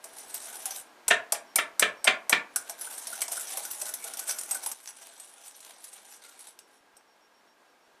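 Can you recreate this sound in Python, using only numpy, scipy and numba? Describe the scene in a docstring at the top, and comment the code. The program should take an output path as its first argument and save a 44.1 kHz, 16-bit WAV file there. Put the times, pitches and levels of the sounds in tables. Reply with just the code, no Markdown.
"""A wire whisk clinks and scrapes through butter and sugar in a glass bowl, close to the ear.
Most hard stabs are followed by a knock as the bowl is driven onto the table.
Noise bursts and sliding noise shake sets of ringing modes: wires, sugar, bowl and table.
A small kitchen adds its echo, with faint air noise, even ticking and a cricket outside.
At 4.737 s the background drops, and the last strokes are quieter and duller."""
import sys
import numpy as np
from scipy import signal
from scipy.fft import rfft, irfft
from scipy.io import wavfile
from scipy.ndimage import uniform_filter1d
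from numba import njit

SR = 44100
rng = np.random.default_rng(int(sys.argv[2]) if len(sys.argv) > 2 else 0)


def store_wav(level_fs):
    """Save 16-bit WAV to argv[1]."""
    pcm = np.round(np.clip(np.atleast_2d(level_fs), -1, 1) * 32767)
    wavfile.write(sys.argv[1], SR, pcm.T.astype(np.int16))


N = 352800
T = np.arange(N) / SR  # time of every sample, s

# Levels in the tables are starting levels; the functions below then balance the layers.
# Wires meeting the glass: time_s, level_db
WIRE_CLINKS = [(0.0422, -26.5), (0.185, -34), (0.343, -20.5), (0.6564, -15.5), (0.708, -23.5),
               (1.0816, -5.5), (1.3228, -6.5), (1.5584, -5.5), (1.796, -5), (2.044, -10), (2.296, -9),
               (2.5606, -8), (2.697, -21), (2.8116, -24.5), (2.981, -28.5), (3.071, -22), (3.13, -28),
               (3.207, -24), (3.218, -12), (3.2814, -22), (3.3188, -18.5), (3.37, -26), (3.397, -23.5),
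               (3.4097, -22.5), (3.472, -26.5), (3.521, -27), (3.5726, -16.5), (3.6522, -23), (3.712, -23),
               (3.8158, -20.5), (3.891, -24.5), (3.939, -17.5), (4.0414, -23.5), (4.137, -22.5),
               (4.172, -24), (4.1932, -20), (4.295, -20), (4.3868, -20.5), (4.412, -26), (4.435, -25),
               (4.5109, -14.5), (4.547, -18), (4.662, -15.5), (4.716, -20.5), (4.875, -31.5), (4.888, -38),
               (4.965, -44), (5.199, -33.5), (5.605, -39), (5.8422, -29), (5.9304, -39.5), (6.125, -49),
               (6.137, -42), (6.165, -45), (6.392, -38), (6.4064, -36), (6.471, -38), (6.59, -39.5),
               (6.9677, -42.5)]
# Sweeps of the wires through the sugar: middle_s, length_s, hiss_db, crunch_db (added to the hiss level)
WHISK_STROKES = [(0.196, 0.06, -49, -8), (0.364, 0.015, -40.5, -13), (0.498, 0.1, -44, -4.5),
                 (0.617, 0.02, -45.5, -14), (0.7, 0.048, -47.5, 0), (0.773, 0.051, -46.5, -10),
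                 (2.607, 0.061, -51.5, -23), (2.702, 0.016, -49, 5.5), (2.845, 0.067, -44, -6.5),
                 (2.947, 0.052, -44.5, -13), (3.076, 0.021, -45.5, -3.5), (3.164, 0.021, -41, -1),
                 (3.234, .04, -56, -1), (3.347, 0.036, -40.5, -9), (3.423, 0.061, -50, 0.5),
                 (3.554, 0.078, -41, -4.5), (3.64, 0.041, -40, -11), (3.783, 0.063, -43, -12),
                 (3.83, 0.025, -58, -2), (3.874, 0.031, -42.5, -10), (4.064, 0.016, -37.5, -6),
                 (4.163, 0.064, -49, -0.5), (4.301, 0.019, -32.5, -11.5), (4.385, 0.018, -46, -4),
                 (4.53, 0.018, -37, -7), (4.652, 0.027, -40, -9), (4.873, 0.037, -50, -13),
                 (5.05, 0.094, -60, -2), (5.222, 0.05, -54.5, -9), (5.41, 0.062, -68.5, 4),
                 (5.485, 0.063, -53.5, -13), (5.673, 0.077, -60.5, 3), (5.866, 0.06, -58, -23),
                 (5.96, 0.068, -60.5, -4), (6.112, 0.042, -59, -20), (6.244, 0.012, -55.5, 1.5),
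                 (6.33, 0.18, -59, -2), (6.474, 0.037, -51.5, -3), (6.739, 0.057, -66, -3)]
# Spells of whisking, with a steady slide under the strokes: start_s, end_s, drag_db, crunch_db
WHISK_SPELLS = [(0.048, 0.803, -55, -55.5), (2.814, 4.708, -50.5, -53), (4.74, 6.157, -58.5, -60.5)]
# Dry ticks of a single wire tip that hardly ring: time_s, level_db
TIP_TICKS = [(0.378, -28), (0.761, -19), (2.789, -31), (2.853, -30), (2.933, -26), (3.503, -24),
             (3.82, -17), (4.269, -32), (4.279, -23), (4.493, -33), (4.637, -31.5), (4.787, -38.5),
             (4.858, -29), (4.906, -32), (5.07, -29), (5.414, -37), (5.445, -36), (5.471, -42),
             (5.511, -37), (5.648, -30.5), (5.708, -33), (5.845, -33), (6.053, -37.5), (6.238, -32),
             (6.455, -43), (6.59, -30)]
# Dull taps on the bowl wall: time_s, level_db, favoured_pitch_hz
BOWL_TAPS = [(0.049, -31.5, 613), (0.346, -36, 643), (0.66, -38, 774), (0.709, -40, 1470),
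             (1.081, -24.5, 790), (1.324, -18, 700), (1.56, -11.5, 2750), (1.801, -17, 2460),
             (2.05, -13.5, 2700), (2.298, -17, 654), (2.559, -26, 1470), (2.697, -30, 636),
             (2.87, -29.5, 1560), (3.127, -31.5, 1470), (3.219, -24.5, 2040), (3.282, -32.5, 950),
             (3.319, -33.5, 670), (3.369, -28, 1460), (3.573, -28, 673), (3.649, -34.5, 1460),
             (3.82, -32, 673), (3.868, -43, 1460), (3.889, -31, 1550), (4.045, -30.5, 655),
             (4.288, -23.5, 1320), (4.513, -33, 840), (4.549, -27, 1560), (4.661, -32.5, 905),
             (5.07, -43, 920), (6.24, -54, 790)]
# Bowl driven onto the table: time_s, level_db
BOWL_KNOCKS = [(1.1097, -10), (1.347, -33.5), (1.5868, -17), (1.8248, -11.5), (2.0751, -8), (2.3278, -11)]
# Ringing of the steel wires: pitch_hz, width_hz, level_db
WIRE_MODES = [(6000, 480, -8.5), (7140, 63, -6), (8177, 71, 6), (8680, 63, -4.5), (9290, 210, 2),
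              (10140, 76, 5.5), (10670, 47, 0.5), (11350, 250, -4), (12400, 80, -4.5), (13300, 200, -14.5),
              (14800, 120, -19)]
# Broad colours of crushed grains: pitch_hz, width_hz, level_db
SUGAR_MODES = [(2543, 1200, -31), (3670, 1330, 9.5), (6140, 560, -0.5), (9700, 970, -0.5)]
# Ringing of the glass bowl: pitch_hz, width_hz, level_db
BOWL_MODES = [(673.6, 47, -0.5), (795, 46, 2), (888, 110, 3.5), (1463, 63, 4), (2176, 110, -10)]
# Ringing of the table top: pitch_hz, width_hz, level_db
TABLE_MODES = [(236, 22, -9.5), (497, 80, -7), (750, 78, 2.5), (1170, 74, -12), (1435, 50, -6),
               (1833, 100, 6.5), (2150, 270, -10), (2380, 120, -0.5), (2700, 57, -8.5), (3620, 29, -13.5),
               (3800, 37, -15)]
# Colour of steel ticking on glass: frequency_hz, level_db
GRIT_COLOUR = [(400, -26.5), (1100, -4), (4500, -12), (6000, 1.5), (10400, -2.5), (15000, -22)]
# Colour of the broad part of the knock: frequency_hz, level_db
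THUD_COLOUR = [(30, -47.5), (120, -56), (275, -33), (400, -17), (1000, -9.5), (2200, -3.5), (3800, -9),
               (4600, -25.5), (12000, -46.5)]
# How long the room echo takes to fade by 60 dB: frequency_hz, fade_s
ROOM_FADE = [(150, 0.32), (1000, 0.34), (2800, 0.18), (7000, 0.18), (14000, .1)]
# Colour of the room air: frequency_hz, level_db
AIR_COLOUR = [(25, -27), (110, -28.5), (190, -15), (260, -6.5), (900, -2.5), (1300, -6.5), (1550, -7.5),
              (1625, 0.5), (1700, -9), (2400, -12), (5000, -18), (10000, -24), (16000, -31)]
# Cricket phrases: start_s, chirp_count, level_db
CRICKET_PHRASES = [(-.03, 1, -78), (0.856, 1, -77), (1.466, 1, -67), (1.967, 1, -67), (6.604, 2, -74),
                   (6.944, 5, -72.5), (7.674, 2, -77.5)]

CUT_S = 4.737  # the quieter part starts here
EDGE_DB_PER_S = 350  # how fast a sweep swells and fades outside its length
AIR_EARLY_DB, AIR_LATE_DB = -56, -63
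CRICKET_HZ, CHIRP_S, CHIRP_GAP_S = 5561, 0.07, 0.131  # the gap runs from start to start
TICKING_HZ, TICKING_FROM_S, TICKING_EVERY_S = 2122, 0.0695, 0.06672
TICKING_LATE_DB = -58.5  # average push in the quieter part
TOP_HZ = 15100


def whisk():
    """Clinks and dragged sugar shake the wires and bowl; thin bodies give out little bass."""
    time_s, level_db = np.transpose(WIRE_CLINKS)
    drag, crunch = slides()
    clink = bursts(time_s - 0.001, level_db - 6, 0.0061, 0.00031)
    # hard stabs add a sharp crack just after the clink begins
    crack = bursts(time_s - 0.0005, 1.8 * level_db + 1.5, 0.001, 0.0003)
    steel = undb(-2) * wires(drag, clink)
    steel += undb(-5) * grit(drag, clink, crack)
    steel += undb(-8.5) * sugar(crunch)
    steel += undb(-1) * wire_tips()
    # creamed butter coats the wires
    coated = signal.sosfilt(signal.butter(1, 9000, fs=SR, output="sos"), steel)
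    steel = np.where(T < CUT_S, steel, undb(4) * coated)
    return highpass(highpass(steel + bowl(crunch), 500), 230)


def slides():
    """Strokes and steady spells set the strength of drag and crunch; the wires catch and let go."""
    slip = undb(1.6 * walk(70) + 2.84 * walk(250))
    drag, crunch = np.zeros(N), np.zeros(N)
    for middle, length, hiss_db, crunch_db in WHISK_STROKES:
        stroke = sweep(middle - length / 2, middle + length / 2, hiss_db)
        drag += stroke
        crunch += stroke * undb(crunch_db)
    for start, end, drag_db, crunch_db in WHISK_SPELLS:
        drag += sweep(start, end, drag_db)
        crunch += sweep(start, end, crunch_db)
    return slip * drag, slip * crunch


def wires(drag, clink):
    """Steel wires ring when they hit or slide; sliding ones sing only in patches of bare glass."""
    singing = drag * undb(3 * walk(40) - 2.5)
    return body(crackle(0.87) * (singing + clink), WIRE_MODES, 5.6, 45, drift=0.008)


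def grit(drag, clink, crack):
    """Steel ticks on glass as uneven noise; flat blows reach lower than glancing ones."""
    push = undb(-2.5) * clink + crack + undb(-2.5) * drag
    tick = colour(crackle(2.1) * push, GRIT_COLOUR)
    bright = highpass(tick, 7200)
    return bright + (tick - bright) * undb(3 * walk(22) - 5.5)


def sugar(crunch):
    """Crushed grains crackle through broad modes that wander in pitch."""
    return body(crackle(2.1) * crunch, SUGAR_MODES, 7, 22, drift=0.12)


def wire_tips():
    """Single wire tips make short dry noise ticks with hardly any ring."""
    tick = rng.standard_normal(N) * bursts(*np.transpose(TIP_TICKS), 0.0012, 0.0009)
    return colour(tick, [(1200, -15), (3000, -4.5), (11000, -3.5)])


def bowl(crunch):
    """The crunching sugar and the taps ring the glass bowl."""
    return body(crackle(3.2) * undb(-10) * crunch, BOWL_MODES, 13, 25, drift=0.028) + taps()


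def taps():
    """Each tap rings mostly the bowl mode nearest to its favoured pitch."""
    time_s, level_db, favoured_hz = np.transpose(BOWL_TAPS)
    noise = rng.standard_normal(N)
    out = np.zeros(N)
    for hz, width, _ in BOWL_MODES:
        loss_db = np.minimum(60 * abs(np.log(favoured_hz / hz)), 18)
        push = noise * bursts(time_s - 0.001, level_db - loss_db, 0.0065, 0.0039)
        out += ring(push, hz * (1 + 0.026 * walk(12)), float(width))
    return out


def knocks():
    """The bowl's foot touches, then lands fully; the table top rings, clacks and gives a low thump."""
    time_s, level_db = np.transpose(BOWL_KNOCKS)
    touch = bursts(time_s - 0.0055, level_db - 8.5, 0.0048, 0.0017)
    landing = bursts(time_s - 0.001, level_db - 1.5, 0.011, 0.0012)
    push = crackle(0.4) * (touch + landing)
    table = highpass(undb(-7) * body(push, TABLE_MODES, 1.2, 6, drift=0.015), 260)
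    thud = undb(-2) * colour(push, THUD_COLOUR)
    clack = rng.standard_normal(N) * bursts(time_s - 0.001, level_db - 8, 0.0062, 0.0003)
    clack = signal.sosfilt(signal.butter(2, [4200, 8500], "band", fs=SR, output="sos"), clack)
    # the table gives under each knock: a 65 Hz mode
    thump = ring(bursts(time_s, level_db, 0.0055, 0.001), 65 + 0 * T, 45.)
    thump = highpass(undb(-85.5) * unit(thump), 45)
    return table + thud + clack + thump


def kitchen(x):
    """Room echo as fading noise, with its own fade time in each octave of pitch."""
    t, tail = T[:SR // 2], 0
    room_hz, fade_s = np.transpose(ROOM_FADE)
    for hz in 100 * 2 ** np.arange(8):
        t60 = np.interp(np.log(hz), np.log(room_hz), fade_s)
        edges = [hz / 2 ** 0.5, min(hz * 2 ** 0.5, 0.45 * SR)]
        sos = signal.butter(2, edges, "band", fs=SR, output="sos")
        tail = tail + signal.sosfilt(sos, rng.standard_normal(len(t))) * undb(-60 * t / t60)
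    tail = tail * np.clip(t / 0.015, 0, 1)  # the echo builds up over 15 ms
    return signal.fftconvolve(x, tail / np.sqrt(np.sum(tail ** 2)))[:N]


def cricket():
    """Phrases of short even chirps: a sine on one pitch, switched on and off with a flutter in level."""
    gate = np.zeros(N)
    for phrase_s, count, level_db in CRICKET_PHRASES:
        for k in range(round(count)):
            start = phrase_s + k * CHIRP_GAP_S
            inside_s = np.minimum(T - start, start + CHIRP_S - T)
            gate += undb(level_db) * np.clip(inside_s / 0.006, 0, 1)
    # root 2 turns the listed level into the sine's peak
    return 2 ** 0.5 * gate * undb(1.6 * walk(150)) * np.sin(2 * np.pi * CRICKET_HZ * T)


def ticking():
    """A faint, even, dull tick: noise bursts through one very broad mode."""
    time_s = np.arange(TICKING_FROM_S, N / SR, TICKING_EVERY_S)
    level_db = TICKING_LATE_DB + 1.8 * rng.standard_normal(len(time_s))
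    level_db += np.where(time_s < CUT_S, AIR_EARLY_DB - AIR_LATE_DB, 0)
    push = rng.standard_normal(N) * bursts(time_s, level_db, 0.0025, 0.00078)
    return ring(push, TICKING_HZ + 0 * T, 1200.)


def air():
    """Nearly steady room noise, coloured from random samples and lower after the drop."""
    level_db = np.where(T < CUT_S, AIR_EARLY_DB, AIR_LATE_DB) + 0.5 * walk(12)
    return colour(rng.standard_normal(N), AIR_COLOUR) * undb(level_db)


def undb(db):
    """Decibels to gain."""
    return 10 ** (np.asarray(db) / 20)


def unit(x):
    """Scale to an rms (average strength) of 1."""
    return x / np.sqrt(np.mean(x ** 2))


def highpass(x, hz):
    """Take away the bass below hz."""
    return signal.sosfilt(signal.butter(2, hz, "high", fs=SR, output="sos"), x)


def walk(rate):
    """Random levels, rate per second, with sloped steps; spread near 1."""
    hold = int(SR / rate)
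    steps = np.repeat(rng.standard_normal(N // hold + 1), hold)
    return uniform_filter1d(steps, hold // 2)[:N]


def bursts(times, peak_db, fade_s, rise_s):
    """Strength of contacts that start fast and die away."""
    out = np.zeros(N)
    for start, db in zip(times, peak_db):
        first = int(start * SR)
        t = np.clip(T[first:first + SR // 8] - start, 0, None)
        out[first:first + len(t)] += undb(db) * (1 - np.exp(-t / rise_s)) * np.exp(-t / fade_s)
    return out


def sweep(start, end, db):
    """Gain of a contact that holds between two times and slopes away on both sides."""
    outside_s = np.clip(np.maximum(start - T, T - end), 0, None)
    return undb(db - EDGE_DB_PER_S * outside_s)


def crackle(spread_db):
    """Noise of uneven grains: a few samples jump out above the rest."""
    jump_db = spread_db * np.minimum(rng.exponential(size=N), 4)
    return unit(rng.standard_normal(N) * undb(jump_db))


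def body(push, modes, scatter_db, rate, drift):
    """Modes share the push unevenly and bend a little as contact and load move; total power stays."""
    share = np.array([undb(db + scatter_db * walk(rate)) * np.sqrt(width) for _, width, db in modes])
    share /= np.sqrt(np.sum(share ** 2, axis=0))
    out = np.zeros(N)
    for gain, (hz, width, _) in zip(share, modes):
        out += ring(push * gain, hz * (1 + drift * walk(rate / 2)), float(width))
    return out


@njit
def ring(x, hz, width):
    """One mode whose pitch may move; a wider mode dies faster; white input keeps its power."""
    y, z, p = np.empty(len(x)), 0j, 0j
    r = np.exp(-np.pi * width / SR)
    g = np.sqrt(2 * (1 - r * r))
    for i in range(len(x)):
        if i % 32 == 0:  # update the pitch
            p = r * np.exp(2j * np.pi * hz[i] / SR)
        z = z * p + x[i] + 1e-18
        y[i] = g * z.imag
    return y


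def colour(x, points):
    """Filter through (frequency_hz, level_db) points, never sounding early; white input keeps its power."""
    hz, db = np.transpose(points)
    grid_hz = np.arange(1, 2050) * SR / 4096
    gain = undb(np.interp(np.log(grid_hz), np.log(hz), db))
    # folding the log spectrum forward in time makes the filter react at once
    c = irfft(np.log(gain / np.sqrt(np.mean(gain ** 2))))
    c[1:2048] *= 2
    c[2049:] = 0
    return signal.fftconvolve(x, irfft(np.exp(rfft(c))))[:len(x)]


def scene():
    """Whisk and knocks with their room echo, over cricket, ticking and air."""
    strokes, blows = whisk(), knocks()
    send = undb(-10) * strokes + undb(-9) * blows
    early = T < CUT_S
    # the echo of the first part stops short where the quieter part starts
    echo = early * kitchen(early * send) + kitchen(~early * send)
    return (strokes + blows + echo + cricket() + ticking() + air())[None]


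def record(dry):
    """A steep filter takes away the treble above TOP_HZ."""
    return signal.sosfilt(signal.ellip(10, 0.2, 70, TOP_HZ, fs=SR, output="sos"), dry)


dry = scene()
out = record(dry)
store_wav(out)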